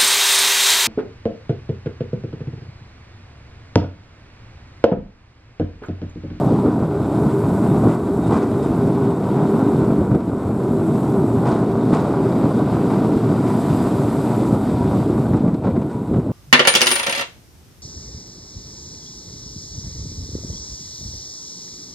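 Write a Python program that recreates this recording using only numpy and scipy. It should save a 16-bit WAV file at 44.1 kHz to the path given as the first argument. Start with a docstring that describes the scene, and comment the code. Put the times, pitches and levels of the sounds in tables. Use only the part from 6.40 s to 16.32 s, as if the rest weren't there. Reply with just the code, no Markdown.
"""On board an electric tram rolling along street track.
Rough rail shakes the truck (the wheel frame) and floor: boom, rumble, roar and ringing tones made from random clicks
and noise. Flanges and the current collector hiss, and the wire ticks. Bumps are short dying sine tones;
clatter and cracks are noise bursts; brief sliding tones stand out of the rolling noise.
Jolts swell the rolling sounds; after strong ones the recorder's automatic gain briefly lowers the level."""
import sys
import numpy as np
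from scipy import signal
from scipy.fft import rfft, irfft, next_fast_len
from scipy.io import wavfile
from scipy.ndimage import uniform_filter1d

SR = 44100
rng = np.random.default_rng(int(sys.argv[2]) if len(sys.argv) > 2 else 0)


def wav_record(signal):
    """Record a signal, one row per channel, as 16-bit PCM in the file named by sys.argv[1]."""
    frames = np.transpose(np.atleast_2d(signal))
    bounded = np.clip(frames, -1, 1)
    # unit amplitude maps onto the largest positive 16-bit level
    quanta = np.round(bounded * 32767).astype(np.int16)
    wavfile.write(sys.argv[1], SR, quanta)


def to_linear_factor(level_db):
    """Convert decibel levels (scalar or array-like) to linear amplitude factors."""
    exponent = np.asarray(level_db, float) / 20
    return 10 ** exponent


N = 437472   # length in samples


def rms_one(x):
    """Scale to unit rms."""
    return x / np.sqrt(np.mean(x ** 2) + 1e-20)


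def in_time(rows):
    """Turn each column of a time table into a curve, sample by sample."""
    s, *columns = np.transpose(rows)
    return [np.interp(np.arange(N) / SR, s, column) for column in columns]


def at_hz(points, hz):
    """Read a frequency table on a log-frequency axis."""
    table_hz, table_db = np.transpose(points)
    return np.interp(np.log(hz), np.log(table_hz), table_db)


def swell(t, s, db, length):
    """A bell-shaped change in level, in dB, centred on s."""
    return db * np.exp(-((t - s) / length) ** 2)


def drift(rate):
    """Slow random wandering of spread 1: noise through a two-pole low-pass at rate (Hz)."""
    r = np.exp(-80 * np.pi * rate / SR)   # worked out at every 40th sample
    noise = rng.standard_normal(N // 40 + 2002)
    slow = signal.lfilter([1], [1, -2 * r, r * r], noise)[2000:]
    return np.interp(np.arange(N) / 40, np.arange(len(slow)), rms_one(slow))


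def grit(per_s, spread_db):
    """Tiny rough spots under a wheel or shoe: random clicks of uneven size."""
    sizes = to_linear_factor(spread_db * np.minimum(rng.exponential(1, N), 5)) * rng.standard_normal(N)
    hit = rng.random(N) < per_s / SR
    return sizes * hit


# How much weaker the stereo side is than the middle while the image is open: (f/Hz, level/dB)
SIDE_LEVEL = [(60, -28), (110, -24), (200, -23.5), (380, -42), (700, -37), (1290, -29), (2380, -12),
              (4400, -10), (8120, -10), (15000, -7)]


def coloured(draw, spectrum, patchy_db, rate, count=6, tilt_db=0):
    """Mid and side clicks shaped by a spectrum, in bands that flicker partly together; mid rms 1."""
    size = next_fast_len(N)
    hz = np.maximum(np.arange(size // 2 + 1) * SR / size, 1)
    low_hz, high_hz = spectrum[0][0], spectrum[-1][0]
    inside = (hz > low_hz) & (hz < high_hz)
    colour_db = at_hz(spectrum, hz)
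    mid = rfft(draw(), size) * to_linear_factor(colour_db) * inside
    side = rfft(draw(), size) * to_linear_factor(colour_db + at_hz(SIDE_LEVEL, hz)) * inside
    place = np.log(hz / low_hz) / np.log(high_hz / low_hz) * (count - 1)
    out, together = 0, drift(rate)
    for k in range(count):
        share = np.clip(1 - abs(place - k), 0, 1)   # neighbouring bands overlap
        flicker_db = patchy_db * (0.5 * together + drift(rate))
        band_tilt_db = tilt_db * (k / (count - 1) - .5)
        band = irfft([mid * share, side * share], size)[:, :N]
        out = out + to_linear_factor(flicker_db + band_tilt_db) * band
    return out / np.sqrt(np.mean(out[0] ** 2))


def sung(modes, levels_db, steady=0., waver_db=0., rate=2.25, sag_per_s=0.):
    """Noise twice through each narrow mode; a driven mode holds its strength more steadily than free noise."""
    out, t = 0, np.arange(N) / SR
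    for (hz, width, offset_db), level_db in zip(modes, levels_db):
        r = np.exp(-np.pi * width / SR)
        a = [1, -2 * r * np.cos(2 * np.pi * hz / SR), r * r]
        once = signal.lfilter([1, 0, -1], a, rng.standard_normal(N))
        tone = rms_one(signal.lfilter([1, 0, -1], a, once))
        # pitch sinks as the car slows
        tone = np.interp(t - .5 * sag_per_s * t * (t - t[-1]), t, tone)
        strength = np.sqrt(uniform_filter1d(tone ** 2, size=600) + 0.026)
        evened = rms_one(tone / strength ** steady)
        out = out + to_linear_factor(level_db + offset_db + waver_db * drift(rate)) * evened
    return out


def dying_puffs(rows, offset_db, t60_s, low_hz, high_hz):
    """Band-limited noise that starts at each table row and dies by 60 dB in t60_s."""
    envelope = np.zeros(N)
    for s, db in rows:
        envelope[round(s * SR)] = to_linear_factor(db + offset_db)
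    envelope = signal.lfilter([1], [1, -to_linear_factor(-60 / (t60_s * SR))], envelope + 1e-18)
    band = signal.butter(2, [low_hz, high_hz], "band", fs=SR, output="sos")
    return envelope * rms_one(signal.sosfilt(band, rng.standard_normal(N)))


# Jolts from joints and rough spots, each with the recorder's gain reduction after it:
# (t/s, swell level/dB, length/s, gain reduction setting/dB; below 0 means none)
JOLTS = [(0.132, 1.5, 0.047, -4), (0.268, 4.5, 0.029, 3.5), (0.437, 4, 0.039, 2.5), (0.783, 3, 0.05, -2),
         (1.474, 4, 0.072, 12.5), (1.932, 5, 0.04, 3.5), (2.482, 3, 0.037, 3.5), (2.708, 0, 0.025, 4.5),
         (3.13, -0.5, .03, -3), (3.426, 3.5, 0.027, -0.5), (3.512, 5, 0.013, -3), (3.624, 6, 0.028, -1.5),
         (3.758, 3.5, 0.018, 5), (4.303, 0, .04, -2.5), (4.474, 1.5, 0.024, -1.5), (4.79, 1.5, .03, 0.5),
         (5.094, 1.5, 0.04, 2.5), (5.54, -1, 0.031, -2), (6.048, 5.5, 0.012, 1), (6.2, 3, 0.037, 2.5),
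         (6.366, 3.5, 0.038, 0.5), (6.78, -2, 0.025, 2), (6.916, 3, 0.049, 2), (7.32, 2.5, 0.033, -1.5),
         (7.47, 3, 0.023, 2), (7.654, 2.5, 0.02, -3.5), (8.145, 1.5, 0.025, 2.5), (8.31, -1, 0.024, 1.5),
         (8.457, 0.5, 0.028, -2.5), (8.586, 2.5, 0.069, 4.5), (8.766, 3, 0.038, -2.5), (8.954, 5, 0.036, 3),
         (9.07, 6, 0.033, -1.5), (9.154, 2, 0.026, 6), (9.275, 10.5, 0.049, -1.5), (9.39, 7, 0.074, -3),
         (9.556, 1, .03, 0), (9.718, 5.5, 0.012, -4), (9.778, 7.5, 0.03, 4.5)]


def jolts_and_recorder_gain(recovery_s=0.16):
    """Jolts swell the rolling; the recorder's gain sinks as the swell ends and recovers slowly; both in dB."""
    up, down, t = 0, 0, np.arange(0, N / SR, 1e-3)
    for s, swell_db, length, reduction_db in JOLTS:
        after = np.maximum(t - s, 0)
        up = up + swell(t, s, swell_db, length)
        onset = 1 - np.exp(-(after / length) ** 2)
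        down = down - max(reduction_db, 0) * onset * np.exp(-after / recovery_s)
    return in_time(np.c_[t, up, down])


# Rolling before jolts and recorder gain:
# (t/s, floor rumble level/dB, wheel roar level/dB, rumble tilt/dB, roar tilt/dB)
# A tilt runs from the lowest to the highest band.
ROLLING = [(0, -17, -26, -14, -14), (.3, -17, -28.5, -1, 0), (.6, -19.5, -30, 0, 3),
           (1.3, -17, -27.5, 2, 7), (2.2, -18, -29.5, -4, 1), (3.1, -15, -26, -9, -4),
           (3.7, -19.5, -33, 9, 14), (4.4, -19, -30.5, 0, 1), (5, -17.5, -28.5, -5, -6),
           (5.8, -17, -27.5, 2, 3), (6.6, -17, -28, -2, 2), (7.4, -17, -27, -12, -1),
           (8.2, -18, -28.5, 2.5, 0), (8.8, -17.5, -30.5, -12, -2), (9.3, -25, -39, 6, -18),
           (9.6, -25, -40, -3, 9), (9.92, -18.5, -37, 0, -24)]


def rolling_levels(swell_db, gain_db):
    """Rough rail drives rumble and roar; jolts swell them, then the recorder's gain lowers them."""
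    rumble_db, roar_db, rumble_tilt_db, roar_tilt_db = in_time(ROLLING)
    rumble_db = rumble_db + swell_db + gain_db
    roar_db = roar_db + 0.57 * swell_db + 0.79 * gain_db
    return rumble_db, roar_db, rumble_tilt_db, roar_tilt_db


# Sliding before recorder gain: (t/s, flange hiss level/dB, collector hiss level/dB)
SLIDING = [(0, -48.5, -54), (.5, -51, -58), (.8, -49, -52), (1.35, -49, -50.5), (1.7, -51, -52),
           (1.9, -51, -53), (2.7, -48.5, -54), (3.35, -48, -52), (3.76, -54.5, -58), (4.1, -53, -56.5),
           (4.6, -50, -51), (5.3, -50, -56), (5.75, -47.5, -54.5), (6.2, -46, -52.5), (6.45, -46, -51.5),
           (6.7, -47, -52.5), (6.95, -45, -51), (7.2, -44.5, -47.5), (7.45, -43, -47.5), (7.7, -46, -48.5),
           (7.95, -44.5, -48.5), (8.12, -48.5, -49.5), (8.3, -46, -51.5), (8.6, -46.5, -51.5),
           (8.85, -49, -53.5), (9.1, -54, -60.5), (9.6, -55.5, -59), (9.92, -55.5, -60.5)]


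def sliding_levels(gain_db):
    """The recorder's gain lowers both hisses by a share of its full amount."""
    flange_db, collector_db = in_time(SLIDING)
    return flange_db + 0.66 * gain_db, collector_db + 0.63 * gain_db


# The deep heave of the body on its springs, before jolts and recorder gain: (t/s, level/dB)
HEAVE = [(0, -32.5), (2.4, -29), (3.1, -39), (3.6, -28.5), (4.6, -34.5), (6, -34.5), (7.9, -35.5),
         (8.15, -27), (9, -28.5), (9.5, -41), (9.92, -28)]
# Its colour: (f/Hz, relative level/dB per Hz)
HEAVE_COLOUR = [(13, -55), (22, -38), (65, -10.5), (100, -4.5), (130, -13), (220, -120)]


def heave(swell_db, gain_db):
    """The sprung body booms: clicks through a very low spectrum."""
    level_db = in_time(HEAVE)[0] + 1.03 * swell_db + gain_db
    return to_linear_factor(level_db) * coloured(lambda: grit(3000, 4.7), HEAVE_COLOUR, 0.75, 4.2, count=2)


# Colour of the floor rumble: (f/Hz, relative level/dB per Hz)
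RUMBLE_COLOUR = [(56, -50), (95, -12), (129, -1), (307, -0.5), (354, -4.5), (394, -8), (432, -7.5),
                 (520, -15), (680, -18.5), (1140, -120)]


def rumble(level_db, tilt_db):
    """Rough rail shakes the floor: low clicks whose tilt changes with time."""
    noise = coloured(lambda: grit(3000, 2.27), RUMBLE_COLOUR, 0.68, 12.0, count=7, tilt_db=tilt_db)
    return to_linear_factor(level_db) * noise


# Colour of the wheel roar: (f/Hz, relative level/dB per Hz)
ROAR_COLOUR = [(260, -48), (450, -6), (523, -7.5), (662, -2.5), (979, -8), (1530, -17.5), (1620, -29),
               (1900, -33.5), (2500, -40), (4200, -110)]


def roar(level_db, tilt_db):
    """Wheels roar over rough rail: low and middle clicks whose tilt changes with time."""
    noise = coloured(lambda: grit(3500, 1.52), ROAR_COLOUR, 0.55, 12.0, count=5, tilt_db=tilt_db)
    return to_linear_factor(level_db) * noise


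# Colour of the flange hiss: (f/Hz, relative level/dB per Hz)
FLANGE_COLOUR = [(970, -8.5), (1650, -2), (2000, -3), (2400, -4.5), (2900, -8.5), (3750, -7), (4450, -10),
                 (4830, -12.5), (5300, -13), (6500, -19), (8600, -26), (14000, -110)]


def flange_hiss(level_db):
    """Wheel flanges slide along the rail: dense clicks heard as a hiss."""
    return to_linear_factor(level_db) * coloured(lambda: grit(12000, 0.53), FLANGE_COLOUR, 1.0, 10.5, count=5)


# Colour of the collector hiss: (f/Hz, relative level/dB per Hz)
COLLECTOR_COLOUR = [(3650, -13), (6200, -8), (6570, -9), (7090, -1), (8070, 2), (9770, -6.5), (10600, -4),
                    (11700, -4), (13500, -12), (15500, -21)]


def collector_hiss(level_db):
    """The current collector slides along the wire: very dense, high clicks."""
    return to_linear_factor(level_db) * coloured(lambda: grit(30000, 0.99), COLLECTOR_COLOUR, 0.81, 24.0, count=6)


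# The truck's low and high ringing modes: (f/Hz, width of one filter pass/Hz, level offset/dB)
TRUCK_MODES = [(393, 18.8, -0.5), (968.6, 19, -2.5)]
# How strongly the low mode sings, before its offset: (t/s, level/dB)
RINGING = [(0.0, -43), (0.02, -29), (0.25, -27.5), (0.33, -38), (0.58, -22), (0.63, -39), (0.69, -37),
           (0.83, -25), (0.88, -41), (0.96, -16.5), (1.05, -29.5), (1.41, -26), (1.68, -32), (1.74, -21),
           (1.79, -33), (2.15, -22.5), (2.32, -32.5), (2.51, -23.5), (2.73, -25), (2.79, -37), (3.12, -19),
           (3.26, -27), (3.31, -22), (3.73, -31), (3.76, -17), (3.81, -53), (3.95, -31), (4.09, -40),
           (4.28, -19.5), (4.64, -33.5), (4.81, -16), (4.86, -41), (4.94, -19), (5.08, -38), (5.17, -22),
           (5.69, -34), (5.77, -18.5), (5.83, -27), (5.86, -12.5), (5.91, -35), (6.0, -29), (7.65, -29),
           (7.76, -28), (7.98, -38), (8.67, -30.5), (9.7, -52), (9.73, -26), (9.92, -39)]
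# Now and then the high mode sings out: (t/s, extra level/dB, length/s)
HIGH_MODE_SWELLS = [(2.902, 12.5, 0.11), (5.1, 13, 0.036), (8.034, 7.5, 0.14), (8.42, 16.5, 0.048)]


def truck_ring(roar_db):
    """Two truck modes ring out of the rolling noise; the high one follows the roar."""
    t = np.arange(N) / SR
    high_db = roar_db - 13 + sum(swell(t, *row) for row in HIGH_MODE_SWELLS)
    # sag: share of pitch lost per second
    low = sung(TRUCK_MODES[:1], in_time(RINGING), steady=0.63, waver_db=1.0, rate=9.1, sag_per_s=.005)
    high = sung(TRUCK_MODES[1:], [high_db], steady=0.74, waver_db=2.5, rate=5.6)
    return low + high


# Ringing modes of the floor: (f/Hz, width of one filter pass/Hz, level over the rumble/dB)
FLOOR_MODES = [(117.5, 19, -12.5), (142.2, 22.6, -18), (209.4, 46, -12.5)]


def floor_ring(rumble_db):
    """Low floor modes ring with the rumble."""
    return sung(FLOOR_MODES, [rumble_db] * len(FLOOR_MODES), waver_db=2.0, rate=17.0)


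# Lower and upper rail modes: (f/Hz, width of one filter pass/Hz, level over the flange hiss/dB)
RAIL_MODES = [(3710, 150, -16), (4840, 150, -18.5)]
# The lower rail mode rings out in short spells: (t/s, extra level/dB, length/s)
LOWER_RAIL_SWELLS = [(1.32, 12, .04), (1.847, 14, .04), (2.22, 11, .04), (2.45, 5, .08), (2.7, 6, .1),
                     (3.0, 2, .1), (3.3, 5, .12), (5.423, 8, .05), (9.67, 7, .03)]
# The upper rail mode wakes up on one stretch of rail: (t/s, extra level/dB)
UPPER_RAIL = [(0, 0), (5.4, -7), (5.9, 4), (8.7, 1), (9.1, -7)]


def rail_ring(flange_db):
    """Two high rail modes ring with the flange hiss."""
    t = np.arange(N) / SR
    lower_db = flange_db + sum(swell(t, *row) for row in LOWER_RAIL_SWELLS)
    upper_db = flange_db + in_time(UPPER_RAIL)[0]
    return sung(RAIL_MODES, [lower_db, upper_db], waver_db=-0.2, rate=13.0)


# Heavy bumps through the floor: (t/s, peak level/dB, f/Hz)
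BUMPS = [(0.074, -11, 307), (0.121, -9.5, 406), (0.427, -11, 215), (0.864, -5, 191), (0.92, -12.5, 145),
         (1.041, -12, 130), (1.08, -13, 233), (1.286, -10, 200), (1.32, -9, 150), (1.376, -9, 137),
         (1.455, -4, 229), (1.472, 0, 285), (1.908, -16, 173), (1.928, -15, 298), (3.479, -7, 273),
         (3.507, -21, 200), (3.523, -5.5, 227), (3.582, -14, 245), (3.629, -17, 109), (3.713, -7, 130),
         (3.752, -5.5, 167), (3.897, -22, 253), (4.547, -8, 213), (5.128, -6.5, 238), (5.34, -21, 226),
         (5.529, -2, 250), (6.044, -11, 250), (6.165, -13, 277), (6.694, -13, 348), (6.768, -4.5, 264),
         (6.921, -15, 230), (7.324, -7, 230), (7.37, -12, 238), (8.126, -4, 207), (8.449, -12, 251),
         (8.699, -7, 330), (8.938, -13, 137), (9.006, -9, 224), (9.043, -10, 240), (9.081, -3.5, 193),
         (9.132, -10, 169), (9.271, -12, 300), (9.288, -15, 201), (9.379, -16, 218), (9.42, -17, 260),
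         (9.551, -15, 240), (9.615, -13.5, 260), (9.714, -11, 164), (9.738, -11, 300), (9.767, -19, 230),
         (9.784, -6, 208)]


def bumps(cycles=1.5, rise=0.97):
    """Each bump is a soft push that rings the floor for a few cycles."""
    out, t = np.zeros(N), np.arange(SR // 8) / SR
    for s, db, hz in BUMPS:
        onset = 1 - np.exp(-t * hz / rise)   # rise in cycles
        decay = to_linear_factor(-60 * t * hz / (4 * cycles))
        shape = onset * decay * np.sin(2 * np.pi * hz * t)
        i = round(s * SR)
        out[i:i + len(t)] += (to_linear_factor(db) * shape / abs(shape).max())[:N - i]
    return out


# Sharp cracks of steel on steel: (t/s, approximate peak level/dB)
CRACKS = [(1.4594, -41), (5.03, -39), (5.055, -35), (5.0764, -27), (5.4541, -39), (5.5333, -33),
          (8.929, -40), (9.0791, -41), (9.1086, -47), (9.144, -33), (9.2468, -42), (9.2597, -43),
          (9.3046, -45), (9.363, -50), (9.4209, -48), (9.7356, -44), (9.7691, -36), (9.7964, -43)]


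def cracks():
    """Very short dying puffs of upper-middle noise."""
    # a crack's peak stands 9.5 dB over its rms
    return dying_puffs(CRACKS, offset_db=-9.5, t60_s=0.025, low_hz=1500, high_hz=4400)


# Wheels over joints set the running gear clattering: (t/s, level/dB, extra treble level/dB, length/s)
CLATTER = [(1.464, -26.5, 0, 0.084), (1.847, -32, 4, 0.055), (1.887, -26.5, 1, 0.1), (1.913, -27, -3, 0.04),
           (2.002, -35, -4, 0.04), (2.22, -31.5, 7, 0.027), (2.938, -33, -13, 0.087),
           (3.707, -27.5, -9, 0.014), (3.745, -29, 0, 0.011), (3.8, -33, -4, 0.017),
           (5.046, -22.5, -6, 0.028), (5.059, -28.5, 5, 0.067), (5.108, -30, 1, 0.04),
           (5.128, -35, -3, 0.1), (5.475, -34, 6, 0.049), (5.515, -21, -2, 0.04), (5.536, -33, 5, 0.068),
           (5.575, -36, 2, 0.037), (5.63, -37, -6, 0.043), (6.478, -25, -4, 0.079), (8.69, -35, -8, .015),
           (8.748, -35, -8, .015), (8.927, -25.5, -7, 0.02), (8.955, -36, 4, 0.032), (9.04, -39, -8, 0.025),
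           (9.073, -33, -4, 0.017), (9.138, -34, 1, 0.009), (9.229, -29, -14, 0.04),
           (9.262, -29.5, -11, 0.022), (9.3, -46, -8, .015), (9.352, -35, -12, 0.022),
           (9.413, -33, -10, 0.011), (9.487, -34, 2, 0.05), (9.734, -31.5, -10, 0.017),
           (9.756, -35, -2, 0.011), (9.79, -37, -10, 0.01)]
# Colour of the clatter: (f/Hz, relative level/dB per Hz)
CLATTER_COLOUR = [(300, 6.5), (900, 2.5), (1500, -10), (1700, -17.5), (2400, -24.5), (3500, -26.5),
                  (4800, -27.5), (6200, -32.5), (8000, -27.5), (10000, -37), (13000, -54)]
# Loose parts that ring in it: (f/Hz, width of one filter pass/Hz, level over the clatter noise/dB)
GEAR_MODES = [(735, 190, -9.5), (1038, 260, -10.5), (1400, 220, -16), (1980, 110, -26.5),
              (2340, 320, -27.5), (3700, 640, -31), (4900, 300, -41), (7520, 460, -43)]


def clatter(rise=0.32, split_hz=2500, tail_db=-11.0, tail=2.9):
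    """Bursts of loose metal contacts: a swell and a fall with a weaker tail, each with its own brightness."""
    noise = coloured(lambda: grit(5000, 2.1), CLATTER_COLOUR, 1.65, 30.0, count=10)
    noise[0] += sung(GEAR_MODES, [0] * len(GEAR_MODES), steady=0.45, waver_db=2.0, rate=12.0)
    high_pass = signal.butter(2, split_hz, "high", fs=SR, output="sos")
    treble = signal.sosfilt(high_pass, noise)
    body, edge, t = np.zeros(N), np.zeros(N), np.arange(SR // 2) / SR
    for s, db, treble_db, length in CLATTER:
        onset = 1 - np.exp(-(t / (rise * length)) ** 2)
        fall = np.exp(-(t / length) ** 2) + to_linear_factor(tail_db) * np.exp(-t / (tail * length))
        shape = to_linear_factor(db) * onset * fall
        i = round(s * SR)
        body[i:i + len(t)] += shape[:N - i]
        edge[i:i + len(t)] += (to_linear_factor(treble_db) - 1) * shape[:N - i]
    return body * noise + edge * treble


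# Thin ticks at the wire: (t/s, starting level/dB)
TICKS = [(3.115, -56), (5.149, -58), (5.532, -52), (5.622, -48), (5.639, -55)]


def ticks(hz=12600):
    """Tiny dying puffs of very high noise."""
    return dying_puffs(TICKS, offset_db=0, t60_s=.02, low_hz=hz * .85, high_hz=hz * 1.15)


# Brief tones that stand out of the rolling noise: (middle t/s, length/s, start f/Hz, end f/Hz, level/dB)
PASSING_TONES = [(4.449, 0.086, 325, 324, -23), (5.683, 0.053, 595, 586, -29.5),
                 (6.5, 0.1, 488, 469.6, -30), (6.72, .12, 454, 438.5, -25.5), (7.16, .11, 985, 975, -36),
                 (7.551, .1, 593, 591, -34.5), (8.351, .1, 613, 601, -37), (9.05, .04, 600, 586, -34),
                 (9.28, .04, 560, 542, -33), (9.574, .07, 975, 965, -41), (9.76, .04, 560, 540, -36),
                 (9.87, .015, 624, 604, -41), (9.9, .012, 700, 650, -38)]


def passing_tones(waver=0.014, flutter_db=1.5, rate=30.0):
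    """Each is an unsteady tone that swells, slides a little and fades."""
    out = np.zeros(N)
    wobble = 1 + waver * drift(rate)
    flutter = to_linear_factor(flutter_db * drift(rate))
    for s, length, start_hz, end_hz, db in PASSING_TONES:
        first = max(round((s - 3 * length) * SR), 0)
        last = min(round((s + 3 * length) * SR), N)
        i = np.arange(first, last)
        u = (i / SR - s) / length
        hz = np.interp(u, [-1, 1], [start_hz, end_hz]) * wobble[i]
        tone = np.sin(2 * np.pi * np.cumsum(hz) / SR)
        out[i] += np.sqrt(2) * to_linear_factor(db) * np.exp(-u ** 2) * flutter[i] * tone
    return out


def blinks(per_s):
    """A new chance value, held, so many times a second (200 at most)."""
    return rng.standard_normal(N // 200)[(np.arange(N) * min(per_s, 200) / SR).astype(int)]


# Stretches where the stereo image opens more readily: (from t/s, to t/s)
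OPEN = [(.58, .78), (2.1, 2.3), (2.85, 3.55), (4.4, 4.55), (5.0, 6.1), (6.28, 6.58), (6.7, 6.85),
        (7.15, 8.0)]


def flickering_width(side, rate=43.0, lift=1.7, own=.9, treble_bar=.9, bass_bar=1.9, split_hz=1300):
    """The side signal blinks on and off in patches, the bass more rarely than the treble."""
    t, size = np.arange(N) / SR, next_fast_len(N)
    urge = lift * sum((t > a) & (t < b) for a, b in OPEN) + blinks(rate)
    edges = np.r_[30, 450, 800, np.linspace(split_hz, 14000, num=22)]   # Hz
    spectrum, hz, out = rfft(side, size), np.arange(size // 2 + 1) * SR / size, 0
    for low, high in zip(edges, edges[1:]):
        bar = treble_bar if low >= split_hz else bass_bar
        is_open = urge + own * blinks(rate) > bar
        gate = uniform_filter1d(1. * is_open, size=400)   # softened switching
        out = out + gate * irfft(spectrum * ((hz >= low) & (hz < high)), size)[:N]
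    return out


def scene():
    """Mid and side are summed apart, then spread to left and right."""
    swell_db, gain_db = jolts_and_recorder_gain()
    rumble_db, roar_db, rumble_tilt_db, roar_tilt_db = rolling_levels(swell_db, gain_db)
    flange_db, collector_db = sliding_levels(gain_db)
    mid, side = (heave(swell_db, gain_db)
                 + rumble(rumble_db, rumble_tilt_db)
                 + roar(roar_db, roar_tilt_db)
                 + flange_hiss(flange_db)
                 + collector_hiss(collector_db)
                 + clatter())
    mid = mid + truck_ring(roar_db) + floor_ring(rumble_db) + rail_ring(flange_db)
    mid = mid + bumps() + cracks() + ticks() + passing_tones()
    side = flickering_width(side)
    return np.array([mid + side, mid - side])


def roll_off(x):
    """The treble ends steeply here."""
    return signal.sosfilt(signal.butter(12, 15620, fs=SR, output="sos"), x)


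def record(dry):
    """Peaks are softly rounded to finish the mix."""
    mix = 0.92 * np.tanh(dry / 0.95)
    return roll_off(mix)


dry = scene()
out = record(dry)
wav_record(out)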